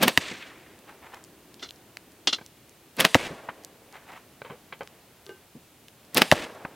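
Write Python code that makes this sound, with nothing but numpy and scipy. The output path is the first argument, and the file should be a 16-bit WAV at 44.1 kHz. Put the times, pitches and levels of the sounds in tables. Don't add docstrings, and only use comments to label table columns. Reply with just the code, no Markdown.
import sys
import numpy as np
from scipy import signal
from scipy.fft import rfft, irfft, next_fast_len
from scipy.io import wavfile
from scipy.ndimage import uniform_filter1d

SR = 44100
rng = np.random.default_rng(int(sys.argv[2]) if len(sys.argv) > 2 else 0)


def transcribe(u):
    v = np.clip(np.atleast_2d(u).T, -1, 1)
    q = np.round(v * 32767).astype(np.int16)
    wavfile.write(sys.argv[1], SR, q)


N = 297675
T = np.arange(N) / SR
LEAD = SR // 16
AGE = (np.arange(SR // 3) - LEAD) / SR
BLOW = 1. * (AGE == 0)
PADDING_HZ = 3300


def undb(db):
    return 10 ** (np.asarray(db) / 20)


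def unit(x):
    return x / np.sqrt(np.mean(x ** 2))


def peak(x, db):
    return x * undb(db) / np.abs(x).max()


def match_energy(x, envelope):
    return x * np.linalg.norm(envelope) / np.linalg.norm(x)


def add(out, s, x):
    start = int(round(s * SR)) - LEAD
    lo, hi = max(start, 0), min(start + len(x), N)
    out[lo:hi] += x[lo - start:hi - start]


def ring(x, hz, width):
    w = 2 * np.pi * hz / SR
    a = np.sin(w) * width / hz / 2
    return signal.lfilter([a, 0, -a], [1 + a, -2 * np.cos(w), 1 - a], x + 1e-18)


def body(x, modes):
    return sum(undb(db) * ring(x, hz, width) for hz, width, db in modes)


def soften(x, hz, order=2):
    return signal.sosfilt(signal.butter(order, hz, fs=SR, output="sos"), x)


def grit(rough_db=3):
    size = np.repeat(rng.standard_normal(len(AGE)), 12)[:len(AGE)]
    return unit(rng.standard_normal(len(AGE)) * undb(rough_db * np.clip(size, -2, 2)))


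def colour(x, points):
    hz, db = np.transpose(points)
    size = next_fast_len(len(x))
    f = np.maximum(np.fft.rfftfreq(size, 1 / SR), 1)
    gain = undb(np.interp(np.log(f), np.log(hz), db))
    return unit(irfft(rfft(x, size) * gain, size)[:len(x)])


def swell(rise, fall, shift=0):
    age = AGE - shift
    return np.exp(np.minimum(age / rise, -age / fall))


def walk(rate):
    k = int(SR / rate)
    steps = np.repeat(rng.standard_normal(N // k + 1), k)
    return unit(uniform_filter1d(uniform_filter1d(steps, k), k)[:N])


def grounded(x, share, dull_hz):
    pole = np.exp(-2 * np.pi * dull_hz / SR)
    late = np.interp(AGE - .001037, AGE, x)
    return x + share * signal.lfilter([1 - pole], [1, -pole], late)


def tick(db, hz):
    scratch = 0.098 * grit() * swell(.0003, 0.0014)
    return peak(ring(BLOW + scratch, hz, .7 * hz), db)


# (frequency [Hz], level [dB])
WOODS_SPECTRUM = [(25, -21.5), (60, -6), (120, -2), (300, -4), (700, -8), (1300, -14.5), (3000, -17),
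                  (5500, -25), (14000, -26.5), (16000, -29)]
# (time [s], gain [dB])
HISS_MIDDLE = [(0, -56), (1.8, -55.5), (2.6, -58.5), (4.9, -55.5), (5.7, -60), (6.75, -52)]
# (time [s], level [dB])
DRONE = [(0, -58), (1.4, -59.5), (2.3, -63.5), (3.6, -63.5), (5, -81.5), (6.75, -61)]


def woods():
    air = colour(rng.standard_normal(N), WOODS_SPECTRUM)
    middle = ring(air, 500, 2500)
    hiss = middle * undb(np.interp(T, *np.transpose(HISS_MIDDLE))) + (air - middle) * undb(-54.5)
    drone = unit(ring(ring(rng.standard_normal(N), 330, 100), 320, 400))
    drone_db = np.interp(T, *np.transpose(DRONE)) + 1.2 * walk(10)
    return hiss + drone * undb(drone_db)


# (band centre [Hz], gain [dB], time to fall 60 dB [s])
TREE_BANDS = [(125, -31.5, 1.2), (250, -24, 1.8), (491, -17, 2.3), (1000, -18.5, 1.5), (2020, -20.5, 1.3),
              (4000, -18, .85), (8000, -12, 0.85)]


def trees(x):
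    t = T[:SR * 3 // 2]
    trunks = undb(2 * walk(130)[:len(t)])
    build_up = 1 - np.exp(-(t / .04) ** 2)
    echo = 0
    for hz, db, t60 in TREE_BANDS:
        scatter = rng.standard_normal(len(t)) * trunks * undb(1.5 * walk(240)[:len(t)])
        tail = scatter * build_up * np.exp(-np.log(1000) * t / t60)
        echo = echo + undb(db) * ring(ring(tail / np.linalg.norm(tail), hz, hz), hz, hz)
    return signal.fftconvolve(x, echo)[:N]


# (frequency [Hz], level [dB])
CLOTH_SPECTRUM = [(200, -8), (450, -4), (850, 5), (1300, -0.5), (2100, -1.5), (3200, -9.5), (5000, -22),
                  (12000, -29)]
# (start [s], length [s], level [dB])
CLOTH_STROKES = [(0.884, 0.011, -46), (1.035, 0.046, -49.5), (1.129, 0.016, -47.5), (3.945, 0.026, -45.5),
                 (4.092, 0.062, -45), (4.46, 0.011, -50)]


def cloth(attack_s=.012, release_s=.041):
    speed = np.zeros(N)
    for s, length, db in CLOTH_STROKES:
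        slope = np.minimum((T - s) / attack_s, (s + length - T) / release_s)
        speed += undb(db) * np.exp(np.minimum(slope, 0))
    catches = undb(2.5 * np.tanh(walk(90)) + 4 * np.tanh(walk(350)))
    return speed * colour(rng.standard_normal(N) * catches, CLOTH_SPECTRUM)


def fidgets(count=40, ticks_per_s=2.5, mean_db=-39, spread_db=3, centre_hz=5500):
    out, s = np.zeros(N), 0
    for gap, size, pitch in rng.uniform(-1, 1, (count, 3)):
        s += (1 + gap) / ticks_per_s
        click = tick(mean_db + spread_db * size, centre_hz * 2 ** (.4 * pitch))
        if s < T[-1]:
            add(out, s, click)
    return out


def bump(s=5.556, db=-44):
    out = np.zeros(N)
    low = unit(ring(ring(rng.standard_normal(len(AGE)), 200, 130), 230, 220))
    add(out, s, undb(db) * low * swell(0.0051, 0.029))
    return out


# (frequency [Hz], width [Hz], gain [dB])
FORK_MODES = [(135.4, 90, 5), (474, 170, 4), (854, 220, -3.5), (1120, 210, -7.5), (1520, 110, -2),
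              (2020, 154, -4), (2270, 110, -2), (3070, 90, -2.5), (3760, 140, -8)]


def rap(db, hz, fall):
    envelope = swell(0.00016, fall)
    force = soften(ring(grit() * envelope, hz, 2.9 * hz), PADDING_HZ, order=3)
    return undb(db) * match_energy(body(force, FORK_MODES), envelope)


# (time [s], peak [dB], centre [Hz])
DRY_TICKS = [(1.145, -33.5, 5040), (1.24, -32, 6500), (1.543, -31.5, 4800), (1.708, -24.5, 3260),
             (1.9708, -19.5, 1685), (2.463, -28.5, 5500), (3.648, -21, 5600), (4.8749, -28, 1940),
             (5.2655, -28.5, 3640), (5.884, -29, 3160)]
# (time [s], level [dB], brightness [Hz], fall [s])
PADDED_KNOCKS = [(2.385, -37.5, 700, 0.00616), (2.412, -39, 300, 0.0066), (4.418, -29.5, 895, 0.0035),
                 (4.447, -40, 1000, 0.022), (4.498, -36, 338, 0.025), (4.7243, -33, 2000, 0.011),
                 (4.8078, -30, 460, 0.013)]
# (time [s], peak [dB])
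BAND_TWANGS = [(5.266, -40), (5.293, -29)]
# (frequency [Hz], width [Hz], gain [dB])
TIGHT_BAND_MODES = [(387, 31, 5.5), (450, 18, -15), (833, 17, -10), (1200, 14, -6), (1547, 13, -1),
                    (2060, 11, -10), (2848, 9.7, -8), (3150, 15, -21)]


def handling():
    out = np.zeros(N)
    for s, db, hz in DRY_TICKS:
        add(out, s, tick(db, hz))
    for s, db, hz, fall in PADDED_KNOCKS:
        add(out, s, rap(db, hz, fall))
    for s, db in BAND_TWANGS:
        pluck = BLOW + 0.028 * grit() * swell(0.0027, 0.033)
        add(out, s, peak(body(pluck, TIGHT_BAND_MODES), db))
    return out


# (time [s], level [dB], rise [s], fall [s], tick peak [dB], boost of the modes below 2500 Hz [dB])
BRIGHT_CLACKS = [(1.596, -48.5, .002, 0.019, -52, -14), (1.628, -32.5, .003, 0.018, -35, 9.5),
                 (1.691, -37.5, .002, 0.0018, -50, -8.5), (2.2723, -13, .00014, .012, -41, 3.5),
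                 (2.3296, -18, .0016, 0.012, -30, 4)]
# (frequency [Hz], width [Hz], gain [dB])
BRIGHT_MODES = [(308, 70, 5), (700, 700, -10), (1320, 260, -6), (2050, 250, -7.5), (2855, 97, 5.5),
                (3190, 130, 2), (3480, 320, 8), (4060, 55, 12.5), (4400, 440, 0), (5100, 230, 1.5),
                (5700, 400, -5), (9440, 3000, -17.5)]


def clacks():
    out = np.zeros(N)
    contact = ring(BLOW, 3800, 3000)
    for s, db, rise, fall, tick_db, low_db in BRIGHT_CLACKS:
        modes = [(hz, width, gain + low_db * (hz < 2500)) for hz, width, gain in BRIGHT_MODES]
        envelope = swell(rise, fall)
        force = grit() * envelope
        scrape = ring(ring(force, 3500, 4500), 3600, 6000)
        scrape_db = -35 - .6 * db
        chatter = ring(body(force, modes) + undb(scrape_db) * scrape, 2000, 11000)
        chatter = match_energy(soften(chatter, 5800), envelope)
        add(out, s, undb(db) * chatter + peak(contact, tick_db))
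    return out


def knock(db, hz, fall):
    scuff = ring(ring(grit(rough_db=3.5), hz, hz), hz, 1.36 * hz)
    scuff = unit(soften(scuff, PADDING_HZ, order=3))
    thump = unit(body(ring(grit(), 220, 420), [(158.5, 210, 11.5), (464, 220, -21.0)]))
    thump_gain = undb(-10) * 1000 / hz
    return undb(db) * (scuff + thump_gain * thump) * swell(.0012, fall)


# (time [s], scuff level [dB], centre [Hz], fall [s])
BALL_DROPS = [(.313, -43, 322, 0.028), (.425, -37.5, 2780, 0.012), (.512, -43.5, 800, 0.011),
              (3.306, -37.5, 390, 0.031), (3.489, -29, 1060, 0.0093), (6.651, -25.5, 1000, 0.0055)]


def drops():
    out = np.zeros(N)
    for s, db, hz, fall in BALL_DROPS:
        add(out, s, knock(db, hz, fall))
    return out


# (frequency [Hz], level [dB])
SHIVER_SPECTRUM = [(60, -5.5), (150, -2), (330, 1.5), (650, 1.5), (1000, -11), (1700, -2), (2700, -2),
                   (4000, -10.5), (8000, -19), (16000, -33.5)]


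def mesh(length=0.132):
    out = np.zeros(N)
    for s, _, _, stop, thud_db, _ in BALL_HITS:
        hang_still = np.clip((length - AGE) / 0.0042, 0, 1)
        shaking = swell(.02, 0.64, shift=0.032) * hang_still * (AGE > 0)
        jolts = undb(2 * np.tanh(unit(uniform_filter1d(grit(), size=400))))
        shiver_db = -37 + .6 * thud_db
        shiver = colour(grit(rough_db=5), SHIVER_SPECTRUM) * shaking * jolts
        add(out, s + stop, undb(shiver_db) * shiver)
    return out


# (time [s], crack gain [dB], crack gain to the trees [dB], time to stop [s],
#  thud peak before recoil and flap [dB], pitch factor of the modes above 400 Hz [ratio])
BALL_HITS = [(.1753, 5.5, 10, 0.0036, -11, 1.3), (3.1456, 6, -1, 0.0068, 3, 0.96),
             (6.3152, 5.5, -16, .008, 4.5, 0.99)]
# (frequency [Hz], width [Hz], gain [dB])
TARGET_MODES = [(90, 45, 0.5), (142, 82, 5.5), (258, 76, 3.5), (571, 150, 7.5), (1540, 400, -19.5)]


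def target():
    heard, sent = np.zeros(N), np.zeros(N)
    pulse = peak(ring(ring(-BLOW, 2400, 1900), 1500, 2800), 0) - undb(-15.5) * BLOW
    push = ring(ring(-BLOW, 400, 1700), 700, 5500)
    late_blow = np.interp(AGE - .0021, AGE, BLOW)
    recoil = peak(ring(ring(late_blow, 800, 1200), 800, 2000), -11.5)
    for s, crack_db, sent_db, stop, thud_db, tension in BALL_HITS:
        buzz = undb(-26) * unit(ring(grit(), 2000, 2500)) * swell(.0001, .006)
        add(heard, s, undb(crack_db) * grounded(pulse + buzz, share=.65, dull_hz=4500))
        add(sent, s, undb(sent_db) * pulse)
        hardness_db = -3.5 + .73 * thud_db
        modes = [(hz * tension, width, gain + hardness_db) if hz > 400 else (hz, width, gain)
                 for hz, width, gain in TARGET_MODES]
        thud = peak(body(push, modes), 0)
        flap = undb(-17.5) * unit(body(grit(), modes)) * swell(.0004, 0.0092, shift=0.00073)
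        add(heard, s + stop, undb(thud_db) * (thud + undb(hardness_db) * recoil + flap))
        add(sent, s + stop, peak(ring(push, 450, 1100), thud_db + 1.5))
    return heard, sent


# (frequency [Hz], level [dB])
RUBBER_SPECTRUM = [(90, -21), (170, 4), (300, -2), (550, 1.5), (950, -4), (1400, -5), (2600, -4),
                   (3500, -7.5), (5300, -12), (7000, -19.5), (9000, -21.5), (16000, -27)]
# (frequency [Hz], level [dB])
LASH_SPECTRUM = [(500, -12), (1500, -4), (3500, 7), (7000, -7), (10000, -2.5), (13000, 2.5), (16000, -13)]
# (frequency [Hz], width [Hz], gain [dB])
AIR_MODES = [(224, 80, -10), (520, 260, -24.5)]


def snap(db, rise, fall, lash_db, slap_db, air_db):
    slap = grounded(ring(ring(BLOW, 1800, 1700), 2100, 7000), share=.6, dull_hz=5000)
    flap_envelope = swell(rise, fall) + undb(-16.5) * swell(0.0053, 0.023)
    flap = colour(grit(rough_db=-3.5), RUBBER_SPECTRUM) * flap_envelope
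    lash = colour(grit(), LASH_SPECTRUM) * swell(0.00047, 0.0019)
    sweep = swell(0.0059, 0.023, shift=-0.024)
    air = body(ring(rng.standard_normal(len(AGE)) * sweep, 240, 500), AIR_MODES)
    air = match_energy(air, sweep)
    return undb(db) * flap + undb(lash_db) * lash + undb(air_db) * air + peak(slap, slap_db)


# (time [s], peak of the bright tick [dB])
POUCH_RELEASES = [(2.968, -25), (6.1463, -7.5)]
# (time [s], flap level of the leading band [dB], lag of the second band [s],
#  stirred air before each band's own offset [dB])
BAND_WHIPS = [(0.0296, -17, 0.0043, -30.5), (3.0023, -18.5, .005, -38), (6.1723, -18, .0074, -33.5)]
# (time [s], flap level [dB], length [s], slap peak [dB], stirred air [dB])
BAND_REBOUNDS = [(0.081, -16.5, 0.015, -2, -24), (3.0503, -15, 0.012, 4, -42.5),
                 (6.219, -9, 0.0049, -1, -29.5)]


def bands():
    out = np.zeros(N)
    for s, db in POUCH_RELEASES:
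        add(out, s, tick(db, 11500))
        add(out, s + .0044, tick(db - 5.5, 4200))
    for s, db, lag, air_db in BAND_WHIPS:
        leading = snap(db, rise=.0088, fall=.007, lash_db=-12, slap_db=-11, air_db=air_db - 5.5)
        trailing = snap(db, rise=.00078, fall=.016, lash_db=-12, slap_db=-14, air_db=air_db + 4)
        add(out, s, leading)
        add(out, s + lag, undb(-1) * trailing)
    for s, db, length, slap_db, air_db in BAND_REBOUNDS:
        rise = .28 * length
        add(out, s, snap(db, rise, length - rise, -14.5, slap_db, air_db))
    return out


def scene():
    whip = bands()
    small = clacks() + handling() + drops() + bump() + cloth() + fidgets()
    hits, sent = target()
    echo = trees(sent + undb(-2.5) * whip + undb(-18) * small)
    mono = whip + small + hits + mesh() + echo + woods()
    return np.array([mono, mono])


def record(dry):
    thinned = signal.sosfilt(signal.butter(1, 45, "high", fs=SR, output="sos"), dry)
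    hiss = undb(-61) * rng.standard_normal(dry.shape)
    clipped = np.clip(thinned + hiss, -.97, .97)
    top_cut = signal.ellip(8, .2, 70, 15900, fs=SR, output="sos")
    return signal.sosfilt(top_cut, clipped)


dry = scene()
out = record(dry)
transcribe(out)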